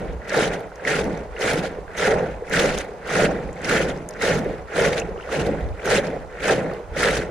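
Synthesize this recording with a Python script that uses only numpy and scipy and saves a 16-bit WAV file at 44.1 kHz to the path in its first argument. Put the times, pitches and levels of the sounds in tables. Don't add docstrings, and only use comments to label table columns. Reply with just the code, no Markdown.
import sys
import numpy as np
from scipy import signal
from scipy.fft import rfft, irfft
from scipy.io import wavfile
from scipy.ndimage import uniform_filter1d

SR = 44100
rng = np.random.default_rng(int(sys.argv[2]) if len(sys.argv) > 2 else 0)


def how_loud(loudness_db):
    steps = np.asarray(loudness_db, float) / 20
    return 10 ** steps


def store_pcm(level_fs):
    pcm = np.round(np.clip(level_fs, -1, 1) * 32767).astype(np.int16)
    wavfile.write(sys.argv[1], SR, np.atleast_2d(pcm).T)


N = 321930
T = np.arange(N) / SR
HZ = np.fft.rfftfreq(N, 1 / SR)


def evened(x):
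    return x / np.sqrt(np.mean(x ** 2) + 1e-20)


def read(points, hz):
    f, value = np.transpose(points)
    return np.interp(np.log(hz + 1), np.log(f + 1), value)


def coloured(x, points):
    return irfft(rfft(x) * how_loud(read(points, HZ)), N)


def ring(x, modes, order=1):
    delay = np.exp(-2j * np.pi * np.fft.rfftfreq(x.shape[-1]))
    response = 0
    for k, (hz, width_hz, db) in enumerate(modes):
        radius = np.exp(-np.pi * width_hz / SR)
        turn = np.exp(2j * np.pi * hz / SR)
        pair = sum(((1 - radius) / (1 - radius * pole * delay)) ** order for pole in (turn, 1 / turn))
        response = response + (-1) ** k * how_loud(db) / 2 * pair
    return irfft(rfft(x) * response, x.shape[-1])


def bursts(per_s, spread_db, decay_s, bed):
    happens = rng.random(N) < per_s / SR
    size = how_loud(spread_db * np.minimum(rng.exponential(1, N), 4)) * happens
    shape = evened(signal.filtfilt([1], [1, -np.exp(-1 / (decay_s * SR))], size))
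    return (bed + shape) * rng.standard_normal((2, N))


def add(mix, s, sound):
    part = mix[:, round(s * SR):][:, :sound.shape[1]]
    part += sound[:, :part.shape[1]]


# start_s (of the peak), width_s (time to lose 10 dB), level_db
GUSTS = [(0.11, 0.17, -35.5), (0.47, 0.1, -39.0), (1.04, 0.11, -37.5), (1.48, 0.35, -40.5),
         (1.84, 0.31, -46.0), (2.2, 0.18, -43.0), (2.36, 0.09, -38.5), (2.67, 0.2, -37.0),
         (3.31, 0.18, -39.0), (3.48, 0.06, -35.5), (3.85, 0.17, -38.5), (4.4, 0.2, -37.5),
         (4.61, 0.07, -36.5), (4.87, 0.12, -38.0), (5.1, 0.12, -34.0), (5.53, 0.17, -33.5),
         (5.67, 0.09, -26.0), (5.94, 0.1, -37.5), (6.16, 0.34, -43.0), (6.92, 0.04, -33.5),
         (7.25, 0.5, -38.0)]
CALM_DB = -51


def gusts():
    power = sum(how_loud(db - 10 * ((T - s) / width_s) ** 2) ** 2 for s, width_s, db in GUSTS)
    return np.sqrt(how_loud(CALM_DB) ** 2 + power)


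# frequency_hz, level_db (per Hz)
YARD = [(25, -9), (110, -8), (250, -17.5), (500, -3), (1000, -7), (2000, -25), (3600, -30.5), (10000, -41),
        (12000, -47), (15700, -50)]
YARD_DB = -45


def yard():
    lumps = bursts(per_s=13, spread_db=-2, decay_s=0.026, bed=2.3)
    breeze = ring(lumps, [(58, 28.5, 6), (30.2, 57, -14.5), (82, 32, -4)], order=2)
    wash = coloured(rng.standard_normal((2, N)), YARD)
    return how_loud(1.6) * gusts() * evened(breeze) + how_loud(YARD_DB) * evened(wash)


# start_s, level_db (peak), pitch_hz (centre), brightness_db
DROPS = [(0.2957, -25, 6260, -25), (0.5394, -34, 4410, -14), (0.6054, -43, 3570, 2),
         (0.7572, -37, 6070, -14), (1.0416, -31, 5670, -5), (1.1751, -34, 5730, -14),
         (1.4192, -26, 4760, -17), (1.5924, -25, 3580, -14), (1.6496, -29, 3520, -22),
         (1.6664, -33, 3500, -13), (2.5296, -22, 4070, -20), (2.779, -19, 3500, -18),
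         (2.786, -18, 6500, -13), (3.5299, -36, 7350, -19), (3.6175, -34, 7660, -22),
         (3.6456, -21, 5660, -27), (3.7394, -23, 4150, -9), (3.8891, -26, 3680, -25),
         (3.9744, -38, 6030, -27), (4.0888, -24, 7000, -4), (4.109, -33, 5400, -9), (4.137, -36, 5660, -29),
         (4.391, -29, 5320, -7), (4.9314, -19, 3710, -17), (4.9797, -23, 3540, -23),
         (4.9994, -21, 6660, -22), (5.4674, -30, 3500, -7), (5.6885, -39, 3790, -18),
         (6.0691, -28, 5000, -30), (6.7356, -38, 4640, -5), ]
# start_s, level_db (peak)
TICKS = [(0.2823, -38), (0.3646, -25), (0.5945, -41), (0.8824, -32), (1.4052, -32), (1.5339, -23),
         (1.9365, -46), (1.9724, -30), (2.0627, -26), (2.4972, -31), (2.5391, -29), (2.8474, -42),
         (3.0739, -38), (3.243, -32), (3.7933, -29), (3.9175, -46), (4.2128, -36), (4.2278, -27),
         (4.4448, -42), (4.7671, -36), (4.8239, -27), (5.0908, -54), (5.3258, -34), (5.6067, -46),
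         (5.8451, -36), (5.8571, -23), (6.4203, -36), (6.792, -50), (6.9596, -44), (6.9835, -34)]
TICK_HZ, TICK_BODY_DB, TICK_TOP_DB = 6500, -3.5, -2.5
# start_s, level_db (peak), pitch_hz (centre)
SPECKS = [(0.1321, -47, 6890), (0.3774, -23, 5630), (0.5154, -37, 5670), (0.8495, -31, 5470),
          (0.9981, -28, 7870), (1.3932, -31, 6900), (1.4117, -25, 5330), (1.9849, -25, 4850),
          (2.5197, -25, 5800), (2.6574, -23, 5810), (2.7544, -33, 5880), (2.7994, -38, 4520),
          (2.8294, -39, 6310), (2.8424, -41, 7000), (2.9844, -51, 5660), (3.1093, -24, 4550),
          (3.5578, -44, 7640), (3.8182, -26, 4810), (3.9644, -38, 4910), (4.0594, -51, 5530),
          (4.2053, -31, 5440), (4.2223, -21, 6440), (4.2956, -22, 5340), (4.3365, -26, 6770),
          (4.3454, -28, 6540), (4.7935, -24, 5520), (4.8813, -27, 5310), (5.0913, -41, 4840),
          (5.9015, -23, 7170), (5.9444, -20, 5430), (5.9644, -19, 7680), (5.9724, -23, 5950),
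          (6.1394, -45, 4870), (6.4403, -28, 5670), (6.4694, -26, 6290), (6.5844, -37, 5920),
          (6.9636, -35, 6520), (6.9735, -27, 5010), (7.0204, -20, 4850), (7.1544, -23, 6090),
          (7.2474, -44, 5570)]
SPECK_BODY_DB, SPECK_TOP_DB = -3.5, -12
SNAP = 3.5


def drops():
    out, t = np.zeros((2, N)), np.arange(1500) / SR
    shape = (1 - np.exp(-t / 0.0004)) * (np.exp(-t / 0.0014) + 0.1 * np.exp(-t / 0.008))
    ticks = [(s, db + TICK_BODY_DB, TICK_HZ, TICK_TOP_DB) for s, db in TICKS]
    specks = [(s, db + SPECK_BODY_DB, hz, SPECK_TOP_DB) for s, db, hz in SPECKS]
    for s, db, hz, bright_db in list(DROPS) + ticks + specks:
        puff = rng.standard_normal((2, len(t))) * shape + SNAP * (t == t[6])
        body = ring(puff, [(hz, 2500, 0), (0.83 * hz, 2500, -5)], order=2)
        tick = ring(puff, [(8800, 2500, 1), (11300, 4300, 0), (14000, 4000, -13)], order=2)
        impact = body / abs(body).max() + how_loud(bright_db) * tick / abs(tick).max()
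        add(out, s, how_loud(db - 1.5) * impact)
    return out


def plops(rows, climb, rise_s, decay_s, loss_db):
    out, t = np.zeros((2, N)), np.arange(2000) / SR
    envelope = (1 - np.exp(-t / rise_s)) * np.exp(-t / decay_s)
    for (s, db, hz), turn in zip(rows, rng.random((len(rows), 2))):
        tone = np.sin(2 * np.pi * (hz * (t + climb * t ** 2) + turn[:, None]))
        add(out, s, how_loud(db - loss_db) * tone * envelope)
    return out


# start_s, level_db (peak), pitch_hz
BUBBLES = [(.218, -29, 1780), (.718, -32, 1390), (.797, -28, 1510), (.874, -11.5, 1790), (1.364, -25, 1900),
           (1.367, -30, 2630), (1.88, -27, 1450), (1.905, -28, 1490), (2.026, -10, 1850),
           (2.439, -33, 1550), (2.48, -30, 2040), (3.49, -30, 1890), (3.565, -33, 2020),
           (4.687, -26.5, 1240), (5.018, -24, 2500), (5.161, -26, 1050), (5.177, -38, 2700),
           (5.188, -28, 1200), (5.188, -36, 2100), (5.199, -21, 1350), (5.209, -34, 2600),
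           (5.227, -35, 2800), (5.236, -31, 1900), (5.291, -24, 1170), (5.727, -40, 2300),
           (5.796, -28, 2100), (5.819, -33, 2840), (6.497, -10, 1520), (6.714, -24, 1110)]


def bubbles():
    return plops(BUBBLES, climb=14.2, rise_s=0.00052, decay_s=0.0024, loss_db=-1.5)


# start_s, level_db (peak), pitch_hz
SLAPS = [(0.2942, -23, 1760), (0.3212, -17, 1930), (0.3431, -13, 1670), (0.5147, -23, 2110),
         (0.5342, -20, 1840), (0.851, -13, 1970), (1.062, -26, 1940), (1.4132, -19, 1770),
         (1.4815, -13, 2020), (1.5434, -20, 2100), (1.95, -26, 1930), (1.9769, -19, 1810),
         (2.1146, -17, 1860), (2.5102, -22, 1900), (2.5222, -18, 1870), (2.5391, -12, 1670),
         (2.5721, -12, 2000), (3.0644, -24, 1390), (3.1048, -16, 1220), (3.1537, -14, 1810),
         (3.6067, -29, 1960), (3.6845, -17, 1640), (3.6945, -14, 1460), (3.7115, -10, 1350),
         (3.8023, -17, 1720), (4.2128, -19, 1810), (4.2263, -14, 1490), (4.2807, -13, 1790),
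         (4.7272, -23, 1380), (4.7631, -16, 1450), (4.8494, -13, 1790), (4.9317, -19, 1990),
         (4.9766, -20, 2030), (5.3253, -21, 1870), (5.3438, -18, 1730), (5.8551, -17, 1450),
         (5.875, -14, 1400), (6.3794, -29, 1250), (6.4058, -24, 2160), (6.4203, -21, 1500),
         (6.4428, -13, 1500), (6.4852, -9, 1400), (6.775, -31, 1130), (6.9536, -24, 1380),
         (6.9701, -18, 1990), (7.0314, -10, 1360), (7.0743, -10, 1570), (7.0864, -12, 1480),
         (7.1062, -16, 2060)]


def slaps():
    return plops(SLAPS, climb=12.5, rise_s=0.0005, decay_s=0.0022, loss_db=-0.8)


# start_s, level_db (peak), pitch_hz
MORE_GLUGS = [(0.323, -15, 552), (0.396, -13, 401), (0.821, -26, 498), (0.891, -15, 447), (0.986, -15, 428),
              (1.095, -19, 409), (1.556, -14, 471), (1.638, -19, 568), (2.027, -14, 530), (2.054, -9, 484),
              (2.227, -17, 463), (2.521, -18, 503), (2.686, -15, 455), (2.89, -24, 458), (2.943, -27, 514),
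              (3.194, -10, 616), (3.219, -8, 471), (3.261, -15, 576), (3.307, -16, 495), (3.488, -22, 482),
              (3.719, -11, 460), (3.769, -11, 474), (3.863, -18, 458), (3.915, -18, 425), (4.262, -13, 517),
              (4.305, -8, 493), (4.349, -14, 433), (4.461, -19, 420), (4.762, -17, 331), (4.787, -12, 554),
              (4.813, -12, 452), (4.862, -9, 525), (4.917, -14, 506), (4.955, -18, 474), (5.269, -25, 509),
              (5.326, -15, 506), (5.465, -12, 439), (5.489, -14, 503), (5.864, -15, 471), (5.931, -10, 460),
              (5.992, -14, 530), (6.471, -16, 528), (6.495, -15, 592), (6.578, -14, 506), (6.963, -17, 525)]


def more_glugs():
    return plops(MORE_GLUGS, climb=4.1, rise_s=0.002, decay_s=0.006, loss_db=-3)


# start_s, level_db (peak), pitch_hz
GLUGS = [(0.363, -11, 517), (0.551, -13, 455), (1.5, -14, 460), (1.785, -14.5, 415), (2.121, -12, 523),
         (2.294, -17, 550), (2.421, -12, 440), (2.604, -7, 487), (2.641, -4.5, 476), (2.739, -15, 480),
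         (3.241, -10, 545), (3.698, -14, 526), (3.79, -8.5, 470), (4.241, -10, 550), (4.844, -9, 479),
         (5.087, -11.5, 414), (5.159, -21, 533), (5.176, -18, 387), (5.534, -11.5, 500), (5.917, -5.5, 490),
         (6.05, -13, 440), (6.546, -13, 440), (6.714, -17, 510), (7.085, -7, 520), (7.166, -11, 450)]


def glugs():
    return plops(GLUGS, climb=4.3, rise_s=0.0028, decay_s=0.0066, loss_db=2)


# start_s, length_s, level_db, sag_db (over its length)
PULLS = [(0.346, 0.133, -36.0, 4.5), (0.877, 0.135, -35.0, 7.0), (1.413, 0.131, -42.5, -4.5),
         (1.982, 0.094, -38.5, -1.0), (2.538, 0.162, -32.5, 6.5), (3.099, 0.158, -38.5, -3.5),
         (3.698, 0.154, -32.5, 13.5), (4.226, 0.131, -34.5, 8.0), (4.76, 0.125, -38.0, -1.0),
         (5.321, 0.051, -42.0, -0.5), (5.86, 0.12, -41.0, -9.0), (6.431, 0.101, -40.0, -3.5),
         (6.982, 0.134, -35.0, 0.5)]
# start_s, length_s, level_db
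SLOPS = [(0.295, 0.009, -46.0), (0.328, 0.005, -45.5), (0.453, 0.005, -53.0), (0.531, 0.015, -44.5),
         (1.024, 0.029, -55.0), (1.417, 0.087, -38.0), (1.567, 0.025, -42.0), (1.635, 0.032, -46.0),
         (2.111, 0.008, -42.5), (2.469, 0.045, -57.0), (2.688, 0.068, -42.5), (2.778, 0.031, -41.5),
         (3.077, 0.008, -48.0), (3.315, 0.006, -51.0), (3.648, 0.146, -43.0), (3.819, 0.014, -43.0),
         (3.889, 0.009, -43.0), (4.365, 0.022, -45.5), (4.757, 0.044, -53.0), (4.93, 0.005, -41.0),
         (4.977, 0.014, -39.5), (5.397, 0.017, -40.5), (5.463, 0.005, -46.0), (5.857, 0.005, -55.0),
         (6.048, 0.018, -48.0), (6.549, 0.041, -46.0), (7.135, 0.045, -38.5), (7.196, 0.031, -45.5)]
# rest_s, rest_db, crest_s, crest_db,
# heave_db (of the heavy mass, below the crest)
SWELLS = [(-0.4, -45.5, -0.1, -30.0, -7.5), (0.18, -38.0, 0.33, -20.5, -14.5),
          (0.7, -37.0, 0.98, -24.0, -8.0), (1.29, -37.5, 1.39, -28.0, -7.0),
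          (1.84, -37.5, 2.07, -15.5, -17.5), (2.42, -37.5, 2.51, -30.5, -2.0),
          (2.96, -35.5, 3.14, -21.5, -10.5), (3.52, -34.5, 3.68, -24.0, -9.0),
          (4.06, -35.0, 4.28, -24.0, -7.5), (4.65, -37.5, 4.74, -23.5, -11.0),
          (5.16, -35.0, 5.34, -24.5, -6.0), (5.73, -36.0, 5.86, -23.5, -11.0),
          (6.26, -36.0, 6.49, -22.5, -9.5), (6.86, -39.0, 7.06, -26.5, -10.0)]
LAST_REST_S = 7.42


def level(rule, heavy=False):
    splash_db, slop_db, arch_db, lean_db, rise, fall, swell_db, depth, bend_up, bend_down, delay_s = rule
    t = T[::64]
    throws = [(s, n, db, sag_db + lean_db, arch_db) for s, n, db, sag_db in PULLS]
    throws += [(s, n, db + slop_db, 0, 0) for s, n, db in SLOPS]
    start, length, db, sag_db, crown_db = np.transpose(throws)[:, :, None]
    along = np.clip((t - start) / length, 0, 1)
    arch = crown_db * np.sin(np.pi * along) - sag_db * along
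    before = rise * np.minimum(t - start, 0)
    after = fall * np.maximum(t - start - length, 0)
    splash = db + before + arch - after

    rest, rest_db, crest, crest_db, heave_db = np.transpose(SWELLS)
    turns = np.append(np.ravel([rest, crest], "F"), LAST_REST_S) + delay_s
    phase = np.interp(t, turns, np.arange(len(turns))) % 2
    top = np.interp(t, crest + delay_s, crest_db + heavy * heave_db)
    bottom = np.interp(t, rest + delay_s, rest_db)
    drop = (top - bottom) * abs(1 - phase) ** np.where(phase < 1, bend_up, bend_down)
    power = (how_loud(splash_db + splash) ** 2).sum(0) + how_loud(swell_db + top - depth * drop) ** 2
    return np.interp(T, t, np.sqrt(power))


def fizz(count, size, low_hz, top_hz, cycles, glide, spread_db):
    place, pitch, chance, left, right = rng.random((count, 5)).T[:, :, None]
    hz, k = low_hz * (top_hz / low_hz) ** pitch, np.arange(size)
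    turns = hz * k / SR
    swell = np.sin(np.pi * np.clip(turns / cycles, 0, 1) ** 0.42) ** 2
    height = hz * how_loud(-spread_db * np.log(chance + 0.022)) * swell
    at = ((place * N).astype(int) + k).ravel()
    gliding = turns * (1 + glide * turns / cycles)
    waves = [height * np.sin(2 * np.pi * (gliding + start)) for start in (left, right)]
    return evened(np.array([np.bincount(at, w.ravel(), N)[:N] for w in waves]))


# splash_db, slop_db, arch_db, extra_sag_db,
# rise [dB/s], fall [dB/s], swell_db, depth [ratio], bend_rising [power], bend_falling [power], delay_s
SPRAY_RULE = (-3.7, 1.6, 4.0, -.8, 640, 600, -28.9, 1.2, .73, .91, .02)
# frequency_hz, level_db (per Hz)
SPRAY = [(3000, -4), (4300, -4), (5200, -2.5), (6200, -0.5), (8000, -6.5), (10200, -9.5), (11300, -18),
         (12500, -33), (15500, -46)]


def spray(hiss):
    small = fizz(count=6000, size=260, low_hz=3950, top_hz=14900, cycles=17.0, glide=0.046, spread_db=3.0)
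    return how_loud(1.55) * level(SPRAY_RULE) * evened(coloured(hiss + how_loud(-6.0) * small, SPRAY))


SPATTER_RULE = (-.3, 1.9, 1.7, -1.9, 560, 600, -30.4, 1.45, 1.82, 5.37, 0)
# frequency_hz, level_db (per Hz)
SPATTER = [(900, -4), (1500, 4), (2200, 2.5), (3000, -1.5), (3900, -5), (5000, -15), (7000, -29.5)]


def spatter(hiss):
    large = fizz(count=3000, size=400, low_hz=1303, top_hz=4910, cycles=10.5, glide=0.12, spread_db=3.0)
    return how_loud(4.5) * level(SPATTER_RULE) * evened(coloured(hiss + how_loud(-7.5) * large, SPATTER))


HEAVE_RULE = (1.5, -18.2, -1.1, -5.2, 261, 372, 4.55, 7.69, 1.43, 1.71, .08)
# pitch_hz, width_hz, level_db
MASS = [(170.5, 61, 2), (205.8, 39.6, -1.5), (295, 207, -2.5)]


def heave():
    lumps = bursts(per_s=49, spread_db=0.0, decay_s=0.0036, bed=3.2)
    return how_loud(1.0) * level(HEAVE_RULE, heavy=True) * evened(ring(lumps, MASS, order=2))


SURF_RULE = (8.5, -2.1, 5.4, 2.5, 415, 331, -14.3, 1.26, 2.71, 3.47, .01)
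# pitch_hz, width_hz, level_db
WALLS = [(1376, 303, 2.5), (1850, 870, 2), (2300, 1500, -11.5)]


def surf():
    kicks = bursts(per_s=280, spread_db=2.5, decay_s=0.0012, bed=1.8)
    return how_loud(-1.6) * level(SURF_RULE) * evened(ring(kicks, WALLS, order=2))


GLUG_RULE = (8.3, 4, 5, -4.6, 296, 404, -1.5, 1.19, .46, 2.56, .01)
# pitch_hz, width_hz, level_db
CAVITY = [(411.5, 126, -1.5), (484.2, 115, 2), (601.5, 186, -3.5), (791, 235, -9), (1124, 460, -21)]


def air_column():
    kicks = bursts(per_s=250, spread_db=3, decay_s=0.00045, bed=2.8)
    return how_loud(-1.4) * level(GLUG_RULE) * evened(ring(kicks, CAVITY, order=2))


def clumped(x, depth_db, wide, long):
    z = signal.stft(x, nperseg=256, noverlap=192)[2]
    field = rng.standard_normal(z.shape[1:])
    for _ in range(2):
        field = uniform_filter1d(uniform_filter1d(field, int(wide), 0), int(long), 1)
    return signal.istft(z * how_loud(depth_db * evened(field)), nperseg=256, noverlap=192)[1][:, :N]


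def churn():
    hiss = evened(bursts(per_s=130, spread_db=3.0, decay_s=0.0027, bed=2.3))
    wet = air_column() + surf() + spray(hiss) + spatter(hiss)
    return clumped(wet, depth_db=1.5, wide=4, long=9) + heave()


def scene():
    around = yard() + drops()
    return around + bubbles() + slaps() + more_glugs() + glugs() + churn()


def roll_off(x):
    return signal.sosfilt(signal.butter(12, 15830, fs=SR, output="sos"), x)


# frequency_hz, likeness [0 to 1]
SAME = [(30, .65), (110, .82), (170, .95), (270, .91), (480, .99), (650, .93), (850, .4), (1200, .28),
        (1450, .82), (2050, .86), (2480, .25), (3250, .72), (4500, .25), (7000, .08)]
# frequency_hz, level_db
PORTS = [(60, -2), (450, 0.5), (780, -4), (1000, -0.5), (1300, -3.5), (2100, -1), (2400, 2), (4800, 2),
         (7400, 1), (8200, -6.5), (9300, -20), (11000, -19), (14000, -9)]
# frequency_hz, phase [radians]
LAG = [(20, 0), (250, 0), (620, -.3), (950, .8), (1130, -.5), (1400, .1), (1950, .3), (2300, .8),
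       (2650, -.5), (3300, -.1), (6400, -.8)]


def record(dry):
    a, b = rfft(dry)
    same = np.clip(read(SAME, HZ), -1, 1)
    tilt = how_loud(read(PORTS, HZ))
    right = (same * a + np.sqrt(1 - same ** 2) * b) * np.exp(-1j * read(LAG, HZ))
    both = np.array([tilt * a, right]) * 2 / np.sqrt(1 + tilt ** 2 + 2 * same * tilt)
    both *= np.clip((15800 - HZ) / 300, 0, 1)
    held = 1.3 * np.tanh(irfft(both, N) / 1.3)
    return roll_off(held)


dry = scene()
out = record(dry)
store_pcm(out)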